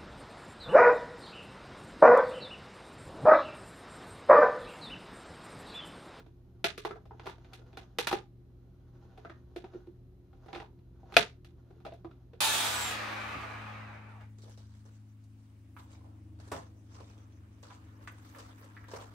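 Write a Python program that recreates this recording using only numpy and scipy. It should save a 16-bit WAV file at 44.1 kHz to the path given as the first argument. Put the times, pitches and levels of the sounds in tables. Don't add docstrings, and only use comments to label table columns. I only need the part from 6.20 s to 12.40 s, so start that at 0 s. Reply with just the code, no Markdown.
import sys
import numpy as np
from scipy import signal
from scipy.fft import rfft, irfft
from scipy.io import wavfile
from scipy.ndimage import uniform_filter1d

SR = 44100
rng = np.random.default_rng(int(sys.argv[2]) if len(sys.argv) > 2 else 0)


def decibels_to_gain(level_db):
    exponent = np.asarray(level_db, float) / 20
    return 10 ** exponent


def waveform_to_disk(signal):
    frames = np.transpose(np.atleast_2d(signal))
    scaled = np.clip(frames, -1, 1) * 32767
    samples = np.round(scaled).astype(np.int16)
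    wavfile.write(sys.argv[1], SR, samples)


N = 273619


def rms_one(x):
    return x / np.sqrt(np.mean(x ** 2) + 1e-30)


def peak_one(x):
    return x / np.max(np.abs(x))


def at_hz(points, hz):
    table_hz, values = np.transpose(points)
    return np.interp(np.log(np.maximum(hz, 1)), np.log(table_hz), values)


def filtered(x, order, hz, kind):
    return signal.sosfilt(signal.butter(order, hz, kind, fs=SR, output="sos"), x)


def click_at(s):
    return np.arange(N) == round(s * SR)


def ring(clicks, hz, t60):
    r, w = decibels_to_gain(-60 / (t60 * SR)), 2 * np.pi * hz / SR
    return signal.lfilter([0, np.sin(w)], [1, -2 * r * np.cos(w), r * r], clicks + 1e-18)


def causal(spectrum, size=2048):
    log_gain = np.log(decibels_to_gain(at_hz(spectrum, np.fft.rfftfreq(size, 1 / SR))) + 1e-6)
    cepstrum = irfft(log_gain)
    cepstrum[1:size // 2] *= 2
    cepstrum[size // 2 + 1:] = 0
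    return rms_one(irfft(np.exp(rfft(cepstrum)))) / np.sqrt(size)


def drift(rate):
    r = np.exp(-80 * np.pi * rate / SR)
    noise = rng.standard_normal(N // 40 + 2002)
    slow = signal.lfilter([1], [1, -2 * r, r * r], noise)[2000:]
    return np.interp(np.arange(N) / 40, np.arange(len(slow)), rms_one(slow))


def two_ears(mid, side, alike):
    return np.sqrt(1 + alike) * mid + np.sqrt(1 - alike) * side * [[1], [-1]]


# frequency in Hz, left-right likeness from 0 to 1.
LIKENESS = [(60, 0.91), (180, 0.8), (550, 0.79), (1650, 0.044), (4970, 0.029), (15000, 0.03)]


def airy(spectrum):
    hz = np.fft.rfftfreq(N, 1 / SR)
    alike = np.clip(at_hz(LIKENESS, hz), 0, 1)
    mid, side = rfft(rng.standard_normal((2, N)))
    return rms_one(irfft(decibels_to_gain(at_hz(spectrum, hz)) * two_ears(mid, side, alike), N))


# frequency in Hz, level in dB per Hz.
FANS = [(24, -38), (40, -2.5), (127, -7.5), (147, -7), (171, -6.5), (209, -15), (265, -14), (313, -17),
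        (370, -11.5), (480, -27.5), (620, -57.5), (1060, -120)]
# frequency in Hz, level in dB per Hz.
HISS = [(400, -20), (500, 0), (640, -4), (800, -8), (1250, -13), (1700, -17), (3900, -22), (4080, -16),
        (4250, -23), (6600, -27), (7600, -32), (12500, -26), (15500, -29), (16200, -60)]
# frequency in Hz, level in dB rms, width of the wander in Hz.
HUM = [(50.6, -62, 15), (78, -63, 6), (120.2, -59, 2), (187.3, -73, 6), (267, -71, 19), (358, -70.5, 12)]


def computer(fans_db=-60, hiss_db=-77):
    out = decibels_to_gain(fans_db) * airy(FANS) + decibels_to_gain(hiss_db) * airy(HISS)
    for hz, level_db, width_hz in HUM:
        phase = 2 * np.pi * np.cumsum(hz + .5 * width_hz * drift(2.7)) / SR
        ear_lag = [[0], [hz / 900]]
        out += decibels_to_gain(level_db + 3.5 + 1.5 * drift(4)) * np.sin(phase + ear_lag)
    return out


# start in seconds, peak in dB, crack in dB, fold pitch in Hz.
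SNAPS = [(0.0, -43.5, -19, 885), (0.063, -51.5, -18, 780), (0.442, -16, -9, 697), (0.649, -18, -23, 805),
         (0.708, -27.5, -28.5, 1320), (0.757, -36.5, -31.5, 783), (0.854, -49.5, -18.5, 675),
         (1.057, -36.5, -16.5, 557), (1.067, -23.5, -22, 920), (1.096, -46, -5.5, 910),
         (1.571, -33, -14, 730), (1.926, -17, -17.5, 810), (2.975, -41, -20.5, 746), (3.361, -35, -14, 690),
         (4.377, -43, -16, 800), (4.446, -55, -22, 997), (4.922, -36.5, -18, 774), (4.94, -38.5, -7.5, 897),
         (4.966, -7, -10.5, 707), (5.504, -50, -23.5, 721), (5.602, -55.5, -16.5, 758),
         (5.65, -33, -20, 759)]
# start in seconds, peak in dB, crack in dB,
# fold pitch in Hz.
BRITTLE = [(0.577, -36.5, -8.5, 1260), (0.936, -47.5, -44, 760), (1.333, -45, -6.5, 730),
           (1.416, -48, -32, 715), (1.785, -25, -5.5, 770), (1.87, -18.5, -12.5, 900),
           (1.912, -18, -25, 820), (4.26, -44, -25, 715), (4.424, -45, -25, 840), (5.246, -60, -1, 730),
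           (5.736, -50.5, -16, 686)]
# start in seconds, peak in dB, crack in dB, fold pitch in Hz.
FLEXES = [(0.909, -38, -33, 800), (0.995, -36.5, -17.5, 910), (1.245, -51.5, -10.5, 721),
          (1.529, -47.5, -14.5, 748), (3.048, -30.5, -27.5, 1237), (3.096, -32.5, -23, 1235),
          (3.441, -36, -21.5, 750), (3.534, -44.5, -21.5, 600), (4.129, -52.5, -19, 787),
          (4.283, -38, -20.5, 840), (4.329, -28.5, -18, 745), (4.347, -33.5, -12, 703),
          (4.357, -28, -20, 807), (4.399, -30, -19.5, 789), (4.831, -56, -24.5, 823),
          (5.664, -40.5, -12, 639), (5.721, -44.5, -17, 676), (5.846, -34.5, -28, 770),
          (5.911, -56, -11, 1316), (6.133, -53, -10.5, 810)]
# start in seconds, peak in dB.
TICKS = [(1.18, -57.5), (1.389, -59), (1.462, -64), (1.59, -55), (2.849, -64.5), (3.313, -74),
         (3.548, -62.5), (3.669, -61), (4.173, -70), (4.589, -66), (5.561, -72)]


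def buckles(middling_db=-40.5):
    ticks = [(s, db, -12, 720) for s, db in TICKS]
    kinds = ((BRITTLE, -3, -4.5), (SNAPS + ticks, -11, 0), (FLEXES, -27, -2))
    rows = []
    for kind, edge_db, share_db in kinds:
        for s, db, crack_db, hz in kind:
            thump_db = -15.5 + share_db - .5 * (db - middling_db)
            rows.append((s, db, thump_db, crack_db, crack_db + edge_db, hz))
    return sorted(rows)


# frequency in Hz, level in dB, t60 in seconds.
PANELS = [(195, -1, 0.058), (337, 1.5, 0.07), (381.8, 1.5, .08), (435.2, 4, 0.085), (630, -3.5, 0.023)]
# frequency in Hz, level in dB per Hz.
CRACK = [(710, -61.5), (1200, -3), (1910, -3), (2060, -3.5), (2560, -2), (3050, -6.5), (3550, -5),
         (7330, -22), (11700, -21.5), (16000, -33)]
# ratio to the fold pitch, level in dB.
FOLD = [(.7, -23), (.86, -6), (1.001, 11.5), (1.219, 6), (1.5, -1.5), (1.899, -28)]


def volley(crack_db, t, volley_db=-3, drag=.28):
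    common, gate = rng.standard_normal((2, len(t)))
    echoes = (np.abs(gate) > 1.6) * (.6 * common + .8 * rng.standard_normal((2, len(t))))
    echoes += signal.lfilter([.05], [1, -.95], echoes[::-1] - echoes) / 2
    length_s = .006 * decibels_to_gain(drag * np.clip(-14 - crack_db, 0, 25))
    out = (t == 0) + decibels_to_gain(volley_db) * echoes * np.exp(-(t / length_s) ** 2) * (t > .0003)
    return out / np.sqrt(np.sum(out ** 2) / 6)


def snaps(facing=.5, panels_db=4, crack_gain_db=9, edge_gain_db=9, folds_db=-9, pan_db=-.17, size=4096):
    sent, near, t = np.zeros(N + size), np.zeros((2, N + size)), np.arange(size) / SR
    click = (t == 0) * 1.
    pulse = causal(CRACK, size=size)
    crack, edge = (peak_one(filtered(pulse, 2, 5000, kind)) for kind in ("low", "high"))
    push = np.diff(signal.lfilter([1], [1, -1.7, .7225], click), prepend=0)
    knock = filtered(click, 2, 2500, "low")
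    for s, level_db, thump_db, crack_db, edge_db, hz in buckles():
        thump, fold = np.zeros(size), np.zeros(size)
        for panel_hz, db, t60 in PANELS:
            thump += decibels_to_gain(db + 9.9 * rng.standard_normal()) * ring(push, panel_hz, t60)
        for ratio, db in FOLD:
            detune = decibels_to_gain(.3 * rng.standard_normal())
            fold += decibels_to_gain(db) * ring(knock, hz * ratio * detune, 25 / hz)
        snap = decibels_to_gain(thump_db + panels_db) * peak_one(thump) + decibels_to_gain(folds_db) * peak_one(fold)
        snap += decibels_to_gain(crack_db + crack_gain_db) * crack
        snap -= decibels_to_gain(edge_db + edge_gain_db) * edge
        at = round((s + .00067) * SR)
        sent[at:at + size] += decibels_to_gain(level_db) * snap
        aim_db = facing * max(level_db + 16, 0)
        heard = signal.fftconvolve(volley(crack_db, t), [snap], axes=1)[:, :size]
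        near[:, at:at + size] += decibels_to_gain(level_db + aim_db) * heard
    return sent[:N], near[:, :N] * decibels_to_gain([[pan_db], [-pan_db]])


# frequency in Hz, level in dB per Hz.
RUB = [(250, -23), (500, 4), (900, 0.5), (1500, -3.5), (2500, -25), (6000, -46)]
# frequency in Hz, level in dB per Hz.
FIZZ = [(900, -27), (2000, 0.5), (3000, 3.5), (5000, -4), (6800, -6), (7800, -24), (16000, -29)]
# moment of most pressure in seconds, rub in dB, seconds to fade 20 dB either side.
STROKES = [(0.03, -77, 1.1), (0.75, -62, 0.04), (1.04, -62, 0.16), (1.36, -65.5, 0.86), (1.588, -62, 0.27),
           (3.0, -68, 1), (3.39, -65, 0.04), (3.53, -65, 0.17), (4.32, -62.5, 0.23), (4.6, -83.5, .5),
           (4.91, -64, 0.24), (5.62, -73, 1), (5.92, -73, 0.8)]


def rustle(per_s=1200, spread_db=3, clump_db=4, fizz_db=-11.5):
    t = np.arange(N) / SR
    rub_db = np.max([db - 20 * np.abs(t - s) / fade_s for s, db, fade_s in STROKES], axis=0)
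    sizes = decibels_to_gain(spread_db * np.minimum(rng.exponential(1, N), 4)) * rng.choice([-1, 1], N)
    ticks = sizes * (rng.random(N) < per_s / SR) * decibels_to_gain(clump_db * drift(25))
    rub, fizz = (rms_one(signal.fftconvolve(ticks, causal(colour))[:N]) for colour in (RUB, FIZZ))
    return decibels_to_gain(rub_db - 5) * (rub + decibels_to_gain(fizz_db) * fizz)


# start in seconds, peak in dB, pitch in Hz.
POPS = [(0.445, -25, 400), (0.579, -34, 410), (0.652, -27, 430), (0.707, -29.5, 420), (0.713, -33, 1300),
        (0.909, -35, 900), (1.066, -27, 884), (1.786, -23, 480), (1.788, -22, 850), (1.928, -20, 370),
        (1.929, -21, 800), (3.049, -37, 700), (3.096, -46.5, 328), (3.361, -31, 361), (3.362, -39.5, 720),
        (3.44, -34.5, 378), (3.548, -31, 363), (3.673, -38.5, 351), (4.355, -36, 336), (4.42, -36, 900),
        (4.832, -44, 750), (4.968, -15, 430), (5.664, -28, 626), (5.651, -38, 1320), (5.722, -35, 660),
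        (5.847, -43, 1250), (5.912, -48, 1350), (5.846, -36.5, 331), (6.133, -42.5, 462)]


def panel_pops():
    pops = sum(decibels_to_gain(db - 4.5) * ring(click_at(s), hz, 24 / hz) for s, db, hz in POPS)
    return filtered(pops, 2, [200, 1800], "band")


# start in seconds, level in dB, pitch in Hz, t60 in seconds.
TINGS = [
    (3.097, -67, 1850, .3),
    (0.858, -80, 5250, .2),
    (1.54, -70, 3500, .08),
]


def tool():
    return sum(decibels_to_gain(db) * ring(click_at(s), hz, t60) for s, db, hz, t60 in TINGS)


# frequency in Hz, level in dB, t60 in seconds.
BEAMS = [(2530, -10, .025), (3480, -12, .018)]


def beam():
    s = max(SNAPS, key=lambda row: row[1])[0] + .001
    return sum(decibels_to_gain(db) * ring(click_at(s), hz, t60) for hz, db, t60 in BEAMS)


# frequency in Hz, t60 in seconds.
ROOM_T60 = [(150, 0.2), (500, 0.18), (2000, 0.195), (6000, 0.2), (14000, 0.074)]


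def room(x, tail_db=-25, build_s=.0055, treble_db=3, size=16384):
    t, edges = np.arange(size) / SR, 60 * 2 ** np.arange(0, 8.6, .5)
    white, tail = rng.standard_normal((2, 2, size)), np.zeros((2, size))
    for k, (low, high) in enumerate(zip(edges, edges[1:])):
        alike = np.clip(at_hz(LIKENESS, low), 0, 1)
        mid, side = filtered(white[k % 2], 2, [low, high], "band")
        decay_db = treble_db * max(np.log2(low / 3000), 0) - 60 * t / at_hz(ROOM_T60, low)
        tail += two_ears(mid, side, alike) * decibels_to_gain(decay_db)
    lumps = uniform_filter1d(rng.standard_normal((2, size)), size=40, axis=1) ** 2
    early = np.exp(-t / .06)
    tail *= rms_one(.35 + lumps / lumps.mean() * early) / rms_one(.35 + np.sqrt(3) * early)
    tail *= decibels_to_gain(tail_db) * (1 - np.exp(-(t / build_s) ** 2))
    return signal.fftconvolve([x], tail, axes=1)[:, :N]


def scene():
    sent, near = snaps()
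    rub, held = rustle(), panel_pops() + tool()
    reverb = room(sent + rub + decibels_to_gain(-3) * held)
    return near + beam() + rub + held + reverb + computer()


def band_limit(x):
    return signal.sosfilt(signal.butter(12, 16640, fs=SR, output="sos"), x)


def record(dry):
    cut = filtered(dry, 4, 42, "high")
    cut = signal.sosfilt(signal.cheby2(10, 50, 16600, fs=SR, output="sos"), cut)
    rounded = 1.15 * np.tanh(cut / 1.15)
    return band_limit(rounded)


dry = scene()
out = record(dry)
waveform_to_disk(out)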